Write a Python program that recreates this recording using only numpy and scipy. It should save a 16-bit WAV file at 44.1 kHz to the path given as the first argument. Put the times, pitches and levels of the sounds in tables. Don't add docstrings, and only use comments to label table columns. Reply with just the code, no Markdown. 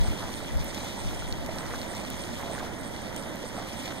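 import sys
import numpy as np
from scipy.fft import rfft, irfft
from scipy.io import wavfile

SR = 44100
rng = np.random.default_rng(int(sys.argv[2]) if len(sys.argv) > 2 else 0)


def waveform_to_disk(signal):
    frames = np.transpose(np.atleast_2d(signal))
    scaled = np.clip(frames, -1, 1) * 32767
    samples = np.round(scaled).astype(np.int16)
    wavfile.write(sys.argv[1], SR, samples)


N = 176400
T = np.arange(N) / SR
HZ = np.maximum(np.arange(N // 2 + 1) * SR / N, 1)

# pitch_hz, left_db, right_db
RUSH_TONE = [(30, -69, -68), (100, -70, -64), (166, -70.5, -65), (206, -66, -62.5), (318, -69.5, -62.5),
             (402, -73.5, -67), (465, -73.5, -70), (552, -73.5, -64.5), (783, -78.5, -70),
             (918, -72.5, -69), (1117, -79.5, -77.5), (1620, -77.5, -78.5), (1980, -79.5, -74),
             (2380, -87.5, -86), (2620, -111, -121), (6000, -115, -115)]
# pitch_hz, likeness, left_lead_radians
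RUSH_SIDES = [(81, 0.15, 0), (203, 0.88, -0.47), (320, 0.89, -1.2), (407, 0.4, -2), (487, 0.093, 0.66),
              (560, 0.97, 0.2), (825, 0.75, 0.5), (1400, 0.83, 0), (1640, 0.033, 1.5), (1900, 0.086, 0.84),
              (2220, 0.89, 3.0)]

def rush(waver_db=0.64):
    left_db, right_db = over_hz(RUSH_TONE)
    likeness, lead = over_hz(RUSH_SIDES)
    gains = np.array([from_db(left_db) * np.exp(1j * lead), from_db(right_db)])
    return irfft(pair(white(), white(), likeness) * gains, N) * from_db(waver_db * drift(6))


# pitch_hz, right_db, left_minus_right_db, likeness
FIZZ_TONE = [(1490, -100, 0, 1), (2140, -78.5, -0.5, 0.57), (2660, -82, -1, 1), (3085, -82, 2.5, 0.55),
             (3290, -78.5, 2.5, 1), (4000, -83, -1.5, 0.93), (4600, -85.5, 2, 1), (5930, -83, -0.5, 0.72),
             (7570, -88.5, -4, 0.43), (8450, -82, -6.5, 0.51), (9980, -89, -11, .5), (12500, -90.5, -9, .3),
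             (15500, -99, -9, 0.18)]

def fizz(bubble_share=0.42):
    db, left_db, likeness = over_hz(FIZZ_TONE)
    bubbles = swarm(per_s=1800, spread_db=2.5, cycles=3.7, low_hz=2860, high_hz=18400)
    mix = np.sqrt(bubble_share) * bubbles + np.sqrt(1 - bubble_share) * white()
    sides = pair(rfft(flicker(mix)), white(), likeness) * from_db(db)
    return from_right(sides, left_db) * from_db(0.9 * activity_db() + drift(22))


def pool(left_db=-2.5):
    return (simmer() + surges() + plops()) * from_db([[left_db], [0]])


def simmer(level_db=-50.5, slosh_db=2.0):
    bubbles = swarm(per_s=70, spread_db=2, cycles=20, low_hz=400, high_hz=2250)
    return water(bubbles) * from_db(level_db + activity_db() + slosh_db * drift(14))


# middle_s, half_length_s, gurgle_db, splash_db
SURGES = [(0.114, 0.023, -44, -55), (0.237, 0.047, -44.5, -44), (0.84, 0.012, -39, -46),
          (1.635, 0.043, -47, -44.5), (1.727, 0.029, -40, -42), (2.406, 0.016, -50, -42.5),
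          (2.49, 0.054, -41, -60), (2.602, 0.057, -46.5, -41), (3.592, 0.032, -42.5, -44.5),
          (3.906, 0.015, -42.5, -45.5)]

def surges(gurgle_top_hz=1000):
    bubbles = swarm(per_s=700, spread_db=1.7, cycles=18.6, low_hz=400, high_hz=3580)
    low = 1 / (1 + (HZ / gurgle_top_hz) ** 6)
    gurgle = water(bubbles, low) * swells([(s, half, db) for s, half, db, _ in SURGES])
    splash = water(bubbles, 1 - low) * swells([(s, half, db) for s, half, _, db in SURGES])
    return gurgle + splash


# pitch_hz, level_db
WATER_TONE = [(200, -20), (450, 1), (700, 4.5), (1300, -1), (1800, -5.5), (2650, -18), (5000, -20.5),
              (12000, -31.5)]

def water(bubbles, band=1):
    sides = pair(bubbles, white(), likeness=0.69)
    return rms_one(irfft(sides * from_db(over_hz(WATER_TONE)[0]) * band, N))


# start_s, pitch_hz, level_db, ring_cycles
PLOPS = [(.208, 1000, -29, 7.5), (.239, 580, -25, 15), (.505, 1900, -30.5, 30), (.836, 1000, -25, 7.6),
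         (1.4905, 610, -18.5, 11.6), (1.6085, 1250, -20, 6.3), (1.715, 1310, -22, 9), (1.724, 1750, -22, 4),
         (1.738, 1050, -12, 4.3), (1.995, 810, -25, 3.6), (2.428, 2050, -27, 10), (2.434, 850, -23, 13),
         (2.51, 656, -25, 12), (2.55, 1800, -27.5, 23), (2.628, 690, -25, 13), (2.665, 1360, -27, 14),
         (3.439, 500, -24.5, 15), (3.591, 696, -27, 7.4)]

def plops():
    return ringing_bubbles(PLOPS)


# start_s, pitch_hz, level_db, ring_cycles
TICKS = [(.3397, 4470, -27.5, 11), (.6445, 13500, -26, 14), (0.747, 6500, -21, 5),
         (1.3252, 4470, -21.5, 13), (1.4616, 5530, -24, 6.5), (1.585, 4600, -21, 6.1),
         (1.664, 5000, -27, 6.2), (1.8154, 4300, -26, 11), (1.95, 5530, -24.5, 6.5),
         (2.1014, 7000, -15.5, 2.7), (2.2381, 4000, -25.5, 8.4), (2.4117, 9000, -25, 2.8),
         (2.812, 11000, -29, 5), (2.875, 8000, -29, 5), (2.9632, 4220, -30, 10), (3.1627, 7800, -17.5, 4.5),
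         (3.357, 11800, -29, 9.7)]

def ticks(spray_db=-15.5, spray_fade_s=0.013, echo_s=0.000711, echo_db=6):
    puffs = sum(from_db(db + spray_db - 60 * np.clip((T - s) / spray_fade_s, 0, 2)) * (T > s)
                for s, _, db, _ in TICKS)
    spray = rfft(puffs * rng.standard_normal(N))
    spray = spray / (1 - 3000j / HZ) ** 2 / (1 + 1j * HZ / 12000)
    echo = from_db(echo_db) * np.exp(-2j * np.pi * HZ * echo_s)
    right = (rfft(ringing_bubbles(TICKS)) + spray) * (1 + echo)
    left = right / (1 + 1j * HZ / 6100)
    return from_right([left, right], left_db=-0.5)


def pings(count=160, low_hz=3270, high_hz=7500, loudest_db=-30.5, range_db=13.5, cycles=30):
    when, pitch, smallness = rng.random((count, 3)).T
    pitch_hz = low_hz * (high_hz / low_hz) ** pitch
    level_db = loudest_db - range_db * smallness
    rows = [(s, hz, db, cycles) for s, hz, db in zip(when * N / SR, pitch_hz, level_db)]
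    return np.array([ringing_bubbles(rows[::2]), ringing_bubbles(rows[1::2])]) * from_db(activity_db())


# time_s, level_db
ACTIVITY = [(0.0, -46), (0.29, -46.5), (0.55, -47.5), (0.9, -45), (1.04, -48), (1.16, -46), (1.42, -51.5),
            (1.59, -48.5), (1.78, -46.5), (2.1, -47), (2.8, -50.5), (3.48, -50), (3.85, -46), (3.97, -49.5)]

def activity_db():
    level = over_time(ACTIVITY)
    return level - level.mean()


# middle_s, pitch_hz, level_db
CHIRPS = [(0.061, 8350, -34), (.364, 8450, -34.5), (.696, 8440, -37.5), (1.002, 8370, -33),
          (1.296, 8440, -37), (1.605, 8330, -34.5), (1.908, 8430, -35), (2.226, 8470, -35),
          (2.541, 8430, -33.5), (2.872, 8400, -34.5), (3.19, 8400, -33.5), (3.479, 8420, -36),
          (3.789, 8360, -35), (0.434, 8100, -43), (.82, 8240, -40), (1.196, 8260, -40), (1.99, 8320, -38),
          (2.395, 8260, -43), (2.805, 8250, -38.5), (3.58, 8250, -38), (3.979, 8200, -40)]

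def insects(rise_s=0.027, fall_s=0.022, strokes_per_s=111, rough_hz=30, glide_hz_per_s=1600):
    out = np.zeros(N)
    wobble = np.cumsum(drift(265)) * rough_hz / SR
    for (s, hz, db), offset in zip(CHIRPS, rng.random(len(CHIRPS))):
        span = abs(T - s) < .1
        t = T[span] - s
        shape = np.exp(-(t / np.where(t < 0, rise_s, fall_s)) ** 2)
        strokes = np.sin(np.pi * (strokes_per_s * t + offset)) ** 2
        tone = np.sin(2 * np.pi * (hz * t + glide_hz_per_s * t ** 2 / 2 + wobble[span]))
        out[span] += from_db(db) * shape * strokes * tone
    return from_right([rfft(out)] * 2, left_db=-9)


def far_insect(pitch_hz=9080, width_hz=310, first_s=0.13, every_s=.525, half_s=0.031, level_db=-55.5):
    hiss = rms_one(irfft(white() / (1 + ((HZ - pitch_hz) / width_hz) ** 4), N))
    song = hiss * swells([(first_s + k * every_s, half_s, level_db) for k in range(8)])
    return from_right([rfft(song)] * 2, left_db=-9)


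# time_s, level_db
RUMBLE_LEVEL = [(0, -21), (.16, -43), (.48, -43), (.58, -35), (.7, -39.5), (.9, -46), (1.1, -43),
                (1.3, -33.5), (1.87, -46), (2.35, -43), (3.1, -52), (4, -58)]
# pitch_hz, level_db
RUMBLE_TONE = [(6, -10), (20, -1), (55, 1.5), (90, -17), (150, -14), (300, -34), (1000, -63), (4000, -96)]
# middle_s, half_length_s, level_db
SWIRLS = [(.02, 0.03, -25), (.1, 0.024, -25), (.25, 0.011, -33), (.56, 0.017, -19.5), (.605, 0.015, -24.5),
          (1.07, 0.03, -31)]
# pitch_hz, level_db
SWIRL_TONE = [(6, -5), (25, 1), (70, -0.5), (115, -3), (170, -14), (300, -28), (1000, -57), (4000, -90)]

def wind(left_db=1.8):
    def buffet(tone):
        sides = pair(white(), white(), likeness=-.93)
        return rms_one(irfft(sides * from_db(over_hz(tone)[0]), N))
    rumble = buffet(RUMBLE_TONE) * from_db(over_time(RUMBLE_LEVEL))
    swirls = buffet(SWIRL_TONE) * swells(SWIRLS)
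    return (rumble + swirls) * from_db([[left_db / 2], [-left_db / 2]])


def ringing_bubbles(rows, onset_cycles=0.25, pitch_rise=0.081):
    out = np.zeros(N)
    for s, hz, db, cycles in rows:
        span = slice(*np.searchsorted(T, [s, s + 2 * cycles / hz]))
        turns = hz * (T[span] - s)
        age = turns / cycles
        shape = (1 - np.exp(-turns / onset_cycles)) * np.exp(-np.log(1000) * age)
        out[span] += from_db(db) * shape * np.sin(2 * np.pi * turns * (1 + pitch_rise * age / 2))
    return out


def swarm(per_s, spread_db, cycles, low_hz, high_hz, pitches=20):
    born = rng.random(N) < per_s / SR
    sizes = from_db(spread_db * np.minimum(rng.exponential(1, N), 5))
    clicks = born * sizes * rng.choice([-1, 1], N)
    pitch_index = rng.integers(0, pitches, N)
    out, power = 0, 0
    for k, hz in enumerate(np.geomspace(low_hz, high_hz, pitches)):
        ring = 1 / (1 + 1j * np.pi * cycles / np.log(1000) * (HZ / hz - hz / HZ))
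        out += rfft(clicks * (pitch_index == k)) * ring
        power += abs(ring) ** 2
    return rfft(rms_one(irfft(out / np.sqrt(power), N))) * np.sqrt(SR / 2)


def flicker(spectrum, depth_db=1.65, rate_hz=20, bands=9):
    place = np.interp(np.log(HZ), np.log([1800, 14000]), [0, bands - 1])
    slices = (irfft(spectrum * np.maximum(1 - abs(place - k), 0), N) for k in range(bands))
    return sum(part * from_db(depth_db * drift(rate_hz)) for part in slices)


def from_right(spectra, left_db, lag_s=.00037):
    left, right = spectra
    delay = np.exp(-2j * np.pi * HZ * lag_s)
    return irfft(np.array([-left * from_db(left_db) * delay, right]), N)


def pair(a, b, likeness):
    likeness = np.clip(likeness, -.99, .99)
    mid, side = np.sqrt((1 + likeness) / 2) * a, np.sqrt((1 - likeness) / 2) * b
    return np.array([mid + side, mid - side])


def swells(rows):
    return np.sqrt(sum(from_db(db) ** 2 * np.exp(-((T - s) / half) ** 2) for s, half, db in rows))


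def white():
    return rfft(rng.standard_normal(N)) * np.sqrt(SR / 2)


def drift(rate_hz):
    return rms_one(irfft(white() / (1 + (HZ / rate_hz) ** 2), N))


def over_hz(rows):
    hz, *columns = np.transpose(rows)
    return [np.interp(np.log(HZ), np.log(hz), c) for c in columns]


def over_time(rows):
    return np.interp(T, *np.transpose(rows))


def from_db(db):
    return 10 ** (np.asarray(db) / 20)


def rms_one(x):
    return x / np.sqrt(np.mean(x ** 2) + 1e-20)


def scene():
    return rush() + fizz() + pings() + pool() + ticks() + insects() + far_insect() + wind()


def record(dry):
    cutoff_hz = 15700
    return irfft(rfft(dry) / np.sqrt(1 + (HZ / cutoff_hz) ** 600), N)


dry = scene()
out = record(dry)
waveform_to_disk(out)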